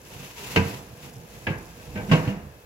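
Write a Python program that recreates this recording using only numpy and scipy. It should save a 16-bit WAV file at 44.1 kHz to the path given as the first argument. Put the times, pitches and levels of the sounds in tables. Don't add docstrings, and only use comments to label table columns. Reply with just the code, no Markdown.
import sys
import numpy as np
from scipy import signal
from scipy.fft import rfft, irfft, next_fast_len
from scipy.io import wavfile
from scipy.ndimage import uniform_filter1d, map_coordinates

SR = 44100
rng = np.random.default_rng(int(sys.argv[2]) if len(sys.argv) > 2 else 0)


def master_out(mix):
    frames = np.transpose(np.atleast_2d(mix))
    ceiling = np.clip(frames, -1, 1)
    pcm = np.round(ceiling * 32767).astype(np.int16)
    wavfile.write(sys.argv[1], SR, pcm)


def volts_from_db(level):
    exponent = np.asarray(level, float) / 20
    return 10 ** exponent


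N = 116865

# (frequency [Hz], level [dB per Hz])
HUM_COLOUR = [(22, -2.5), (60, 3.5), (200, -17), (480, -8), (750, -12), (1500, -19.5), (5000, -26),
              (15800, -24)]
# (frequency [Hz], level [dB per Hz])
RUMBLE_COLOUR = [(25, 4), (55, -4.5), (130, 6.5), (250, -3.5), (500, -10.5), (1000, -14), (1500, -50)]
# (time [s], level [dB])
RUMBLE_LEVEL = [(0, -56.5), (.2, -44), (.33, -54), (.55, -40.5), (.9, -49.5), (1.1, -47.5), (1.5, -49.5),
                (1.82, -50.5), (2.0, -37), (2.07, -40.5), (2.2, -35), (2.45, -47), (2.65, -61.5)]
# (frequency [Hz], width [Hz], level [dB])
CAVITY_PEAKS = [(477, 31, 4.5), (708, 50, -8.5), (863, 18, -9.5), (1640, 110, 6), (2100, 78, 1),
                (2600, 79, 6)]

# (time [s], level [dB])
SIZZLE_LEVEL = [
    (0, -60),
    (.8, -59),
    (1.2, -57),
    (1.7, -58.5),
    (2.3, -69),
    (2.36, -78),
]
# (frequency [Hz], level [dB per Hz])
SIZZLE_COLOUR = [(2500, -48), (5000, 1), (11000, 2), (15800, -9)]

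# (frequency [Hz], time to fall 60 dB [s])
ROOM_T60 = [(100, .55), (1000, .45), (4000, .4), (12000, .35)]

# (time [s], level [dB])
DRAG_LEVEL = [(0, -63), (.07, -58.5), (.12, -48.5), (.26, -48), (.33, -51.5), (.4, -45), (.45, -42),
              (.5, -39.5), (.55, -43), (.58, -53), (.7, -43.5), (.8, -53), (.95, -60.5), (1.04, -49.5),
              (1.15, -60.5), (1.43, -54), (1.55, -57.5), (2.085, -53.5), (2.12, -47.5), (2.31, -55),
              (2.36, -66)]
# (frequency [Hz], level [dB per Hz])
DRAG_COLOUR = [(35, -38), (130, -33), (400, -16), (1000, -14.5), (3000, -16), (4500, -18), (7500, -18),
               (15800, -22)]
# (frequency [Hz], width [Hz], level [dB])
RACK_PEAKS = [(140, 40, 14), (414, 60, 1), (945, 130, -2), (2060, 230, -11.5), (2590, 350, 0.5)]

# (time [s], peak [dB], frequency [Hz], rise [s], time to fall 60 dB [s])
CAVITY_BOOMS = [(0.14, -34.5, 137.2, 0.032, 0.37), (.42, -32.5, 396, 0.013, 0.14),
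                (0.5646, -14, 194, 0.014, 0.25), (.567, -14, 166, 0.0041, 0.18),
                (.562, -19, 291, 0.003, 0.15), (.58, -29, 253, .01, 0.43),
                (0.5632, -12.5, 89.7, 0.011, 0.21), (0.572, -17.5, 125, 0.005, 0.22),
                (0.648, -22, 140, 0.0041, 0.11), (.72, -30, 118.4, 0.0065, .12),
                (1.158, -26.5, 122.5, 0.018, 0.13), (1.468, -26, 202, 0.0022, 0.086),
                (1.477, -21, 99, 0.0035, 0.18), (1.501, -38, 54.6, 0.055, 0.78),
                (1.503, -11, 150, 0.0036, 0.053), (1.554, -25, 133, 0.0036, 0.079),
                (1.859, -34, 67.4, 0.024, 0.44), (1.87, -35.5, 143, 0.0092, .35),
                (1.953, -22.5, 197.5, 0.0075, 0.24), (1.965, -23.5, 103, 0.0067, 0.12),
                (2.085, -14, 195, 0.017, 0.28), (2.1134, -6, 161, 0.0046, 0.12),
                (2.111, -23, 117, 0.0047, .2), (2.115, -12, 259.6, 0.0029, 0.09),
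                (2.15, -28.5, 288, 0.0066, 0.28), (2.117, -21, 107.4, 0.027, 0.25),
                (2.1321, -2, 155, 0.0058, 0.099), (2.175, -25, 155.5, 0.012, 0.3),
                (2.233, -28, 164, 0.0058, .08), (2.275, -10.5, 125.4, 0.0038, 0.068),
                (2.27, -24, 287, 0.0039, 0.096), (2.285, -21.5, 198.6, 0.0051, 0.29),
                (2.363, -19.5, 166.5, 0.0091, 0.086), (2.399, -34, 73.6, 0.031, 0.44)]

# (frequency [Hz], level [dB], time to fall 60 dB [s])
STOP_TONES = [(319, 3, .1), (389.6, -7.5, 0.27), (458, -13.5, 0.35), (518, -11, 0.12), (852, -8.5, 0.1),
              (979, -12.5, 0.37), (1210, -22, .2), (1574, -7, 0.084), (1990, -2.5, 0.06), (2230, -10, .06),
              (2597, 3.5, 0.036), (2785, -1.5, 0.053), (3087, -11.5, 0.07)]
RAIL_TONES = [(331, -8, 0.27), (478, -6.5, 0.18), (525.5, -3.5, 0.24), (895.5, -2, 0.2), (1620, -5, 0.35),
              (1640, -11, 0.23), (1700, 4.5, 0.07), (2013, -15, 0.13), (2350, 8, 0.049), (2640, -13.5, .3),
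              (2860, -20, 0.061)]
WALL_TONES = [(496.4, -5, 0.3), (642, -8, 0.23), (961, -12, 0.28), (1089, -7.5, .17), (1567, -5, 0.19),
              (1755, -17, 0.17), (1954, -15, .2), (2213, -18, 0.22), (2596, -11, 0.11), (2845, -9, 0.22)]
DISH_TONES = [(322, -0.5, 0.19), (496.5, -7.5, 0.4), (613, 0, 0.19), (823, -9, 0.28), (920, -8, 0.28),
              (1494, -8.5, 0.085), (1565, -2, .22), (1700, -13, .12), (2100, -10, 0.086),
              (2300, -0.5, 0.086), (2610, -12, 0.088)]
# (time [s], ring [dB], clatter [dB], clatter time to fall 60 dB [s], rise [s])
STOP_CONTACTS = [
    (0.5604, -18.5, -21, 0.15, 0.00045),
    (.573, -20.5, -31, 0.44, 0.00046),
]
RAIL_CONTACTS = [
    (.985, -64, -65, 0.27, 0.0025),
    (1.346, -62, -66, 0.13, 0.0032),
    (1.468, -28.5, -31.5, 0.28, 0.0011),
    (1.487, -44, -43, 0.32, 0.0011),
]
WALL_CONTACTS = [
    (1.028, -58, -52, 0.46, 0.013),
    (2.092, -41.5, -37, 0.23, 0.0064),
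    (2.114, -21, -29, 0.19, 0.00052),
    (2.119, -29, -27, 0.29, 0.00047),
    (2.132, -24.5, -30.5, 0.36, 0.00061),
    (2.25, -40, -43, 0.21, 0.0024),
    (2.273, -34.5, -38, 0.44, 0.0044),
]
DISH_CONTACTS = [
    (1.79, -49.5, -55, 0.18, 0.011),
    (1.955, -35.5, -38, 0.16, 0.0056),
    (1.972, -35.5, -40.5, 0.25, 0.0036),
    (1.992, -39, -45.5, 0.24, 0.0066),
]
# (frequency [Hz], level [dB per Hz])
CLATTER_COLOUR = [(150, -9.5), (270, -3), (530, -10.5), (1280, -16.5), (2000, -11.5), (2900, -11),
                  (3400, -20.5), (7000, -33.5), (15800, -46)]
# (frequency [Hz], share of the clatter time [ratio])
CLATTER_SHARE = [(300, 1.43), (1000, 2.34), (3000, 0.55), (8000, 1.9)]
CLATTER_TILT = [
    1,
    -9,
    0,
    -6,
]

# (frequency [Hz], likeness [0 to 1])
PORT_LIKENESS = [(60, 1), (300, 0.96), (640, 0.79), (1400, 0.046), (3000, 0.17), (8000, 0.19)]
# (frequency [Hz], left minus right [dB])
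PORT_LEAN = [(60, -4.5), (300, -2), (1200, -1.2), (2500, 3), (6000, 3), (10000, -3.5)]
# (frequency [Hz], level [dB])
MIC_COLOUR = [(22, -30), (45, 0), (7300, 1.5), (8500, -6.5), (10500, -0.5), (13500, 1), (14500, -3.5),
              (15500, -0.5)]


def unit(x):
    return x / np.sqrt(np.mean(x ** 2) + 1e-20)


def along(points, hz):
    f, v = np.transpose(points)
    return np.interp(np.log(hz + 1), np.log(f + 1), v)


def curve(rows):
    return np.interp(np.arange(N) / SR, *np.transpose(rows))


def wobble(rate, size=N):
    knots = rng.standard_normal(int(N * 90 / SR) + 8)
    return map_coordinates(knots, [np.arange(size) * min(rate, 90) / SR])


def filtered(x, response):
    n = x.shape[-1]
    m = next_fast_len(n + SR // 4)
    return irfft(rfft(x, m) * response(np.fft.rfftfreq(m, 1 / SR)), m)[..., :n]


def resonant(x, peaks):
    def response(f):
        ringing = sum(volts_from_db(db) * 1j * f * width / (centre * centre - f * f + 1j * f * width)
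                      for centre, width, db in peaks)
        return 1 + ringing
    return filtered(x, response)


def half_angle(hz):
    return np.arccos(np.clip(along(PORT_LIKENESS, hz), -1, 1)) / 2


def paired(pair, spectrum):
    def response(hz):
        return volts_from_db(along(spectrum, hz)) * [np.cos(half_angle(hz)), np.sin(half_angle(hz))]
    mid, side = filtered(pair, response)
    return unit(np.array([mid + side, mid - side]))


def dying(t60_of, size):
    hz, t, z = signal.stft(rng.standard_normal((2, size)), SR, nperseg=128)
    fading = z * volts_from_db(-60 * t / t60_of(hz)[:, None])
    return signal.istft(fading, SR, nperseg=128)[1][:, :size]


def hum():
    rumble = paired(resonant(rng.standard_normal((2, N)), CAVITY_PEAKS), RUMBLE_COLOUR)
    rumble = rumble * volts_from_db(curve(RUMBLE_LEVEL) + 2.0 + 1.4 * wobble(22.06))
    fan = paired(resonant(rng.standard_normal((2, N)), CAVITY_PEAKS), HUM_COLOUR)
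    return volts_from_db(-51.5 + 0.27 * wobble(1.7)) * fan + rumble


def sizzle():
    spits_per_s, spread_db = 500, 4
    bursts = rng.random(N) < spits_per_s / SR
    pops = bursts * volts_from_db(spread_db * np.minimum(rng.exponential(size=N), 3))
    puffs = uniform_filter1d(pops, size=40) * rng.standard_normal((2, N))
    return volts_from_db(curve(SIZZLE_LEVEL)) * paired(puffs, SIZZLE_COLOUR)


def kitchen(x):
    out, step = np.zeros((2, N + 2 * SR)), SR // 3
    for start in range(0, N, step):
        tail = dying(lambda f: along(ROOM_T60, f), size=SR * 3 // 4)
        tail = paired(tail, [(20, 0.0045), (20000, 0)])
        wet = signal.fftconvolve(x[None, start:start + step], tail / np.linalg.norm(tail[0]), axes=1)
        out[:, start + 200:][:, :wet.shape[1]] += wet
    return out[:, :N]


def drag():
    grains_per_s, spread_db, grain_db = 1500, 3, -8
    grains = rng.random((2, N)) < grains_per_s / SR
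    grit = grains * volts_from_db(spread_db * np.minimum(rng.exponential(size=(2, N)), 4))
    grit = unit(grit * rng.standard_normal((2, N)))
    rub = resonant(rng.standard_normal((2, N)) + volts_from_db(grain_db) * grit, RACK_PEAKS)
    stutter_db = 1.2 * (wobble(70) + wobble(35.11))
    return volts_from_db(curve(DRAG_LEVEL) + 4 + stutter_db) * paired(rub, DRAG_COLOUR)


def booms():
    out, t = np.zeros(N + SR), np.arange(SR // 2) / SR
    for s, db, hz, rise, t60 in CAVITY_BOOMS:
        swell = (1 - np.exp(-t / rise)) * volts_from_db(db - 60 * t / t60)
        wander = 0.15 * wobble(32.0, size=len(t))
        out[round(s * SR):][:len(t)] += swell * np.sin(2 * np.pi * hz * t + wander)
    return out[:N]


def ringing(tones, t):
    hz, db, t60 = np.transpose(tones)[:, :, None]
    apart = half_angle(hz) * rng.standard_normal(hz.shape)
    wander = 0.5 * np.array([wobble(83.6, size=len(t)) for _ in tones])
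    phase = 2 * np.pi * hz * t + wander + 2 * np.pi * rng.random(hz.shape)
    buzz_db = 3.5 * np.array([wobble(29.4, size=len(t)) for _ in tones]) * np.minimum(t / 0.014, 1)
    level = volts_from_db(db + buzz_db - 60 * t / t60)
    return np.array([(level * np.sin(phase + side * apart)).sum(0) for side in (1, -1)])


def clattering(t60, tilt_db, t):
    clatter = paired(dying(lambda f: t60 * along(CLATTER_SHARE, f), size=len(t)), CLATTER_COLOUR)
    clatter = filtered(clatter, lambda f: volts_from_db(tilt_db * np.log2(np.maximum(f / 3000, 1))))
    start_rms = np.sqrt(np.mean(clatter[:, :SR // 100] ** 2))
    crack_db, crack_t60 = 3.5, 0.051
    return clatter / start_rms * (1 + volts_from_db(crack_db - 60 * t / crack_t60))


def knocks():
    out, t = np.zeros((2, N + SR)), np.arange(SR // 2) / SR
    places = (STOP_TONES, RAIL_TONES, WALL_TONES, DISH_TONES)
    contacts = (STOP_CONTACTS, RAIL_CONTACTS, WALL_CONTACTS, DISH_CONTACTS)
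    for tones, tilt_db, hits in zip(places, CLATTER_TILT, contacts):
        for s, ring_db, clatter_db, t60, rise in hits:
            ring = volts_from_db(ring_db) * ringing(tones, t)
            clatter = volts_from_db(clatter_db) * clattering(t60, tilt_db, t)
            out[:, round(s * SR):][:, :len(t)] += (ring + clatter) * (1 - np.exp(-t / rise))
    return out[:, :N]


def scene():
    clack, boom = knocks(), booms()
    room = kitchen(volts_from_db(-8.5) * clack.mean(0) + volts_from_db(-15) * boom)
    return clack + boom + room + drag() + hum() + sizzle()


def low_pass(x):
    return signal.sosfilt(signal.butter(12, 15830, fs=SR, output="sos"), x)


def record(dry):
    top_hz, lag_s, lag_top_hz = 15830, 0.0002, 1300
    side = np.array([[1], [-1]])

    def response(hz):
        colour = volts_from_db(along(MIC_COLOUR, hz) + side * along(PORT_LEAN, hz) / 2)
        delay = np.exp(-1j * np.pi * np.minimum(hz, lag_top_hz) * lag_s * side)
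        return (hz < top_hz) * colour * delay
    return low_pass(filtered(dry, response))


dry = scene()
out = record(dry)
master_out(out)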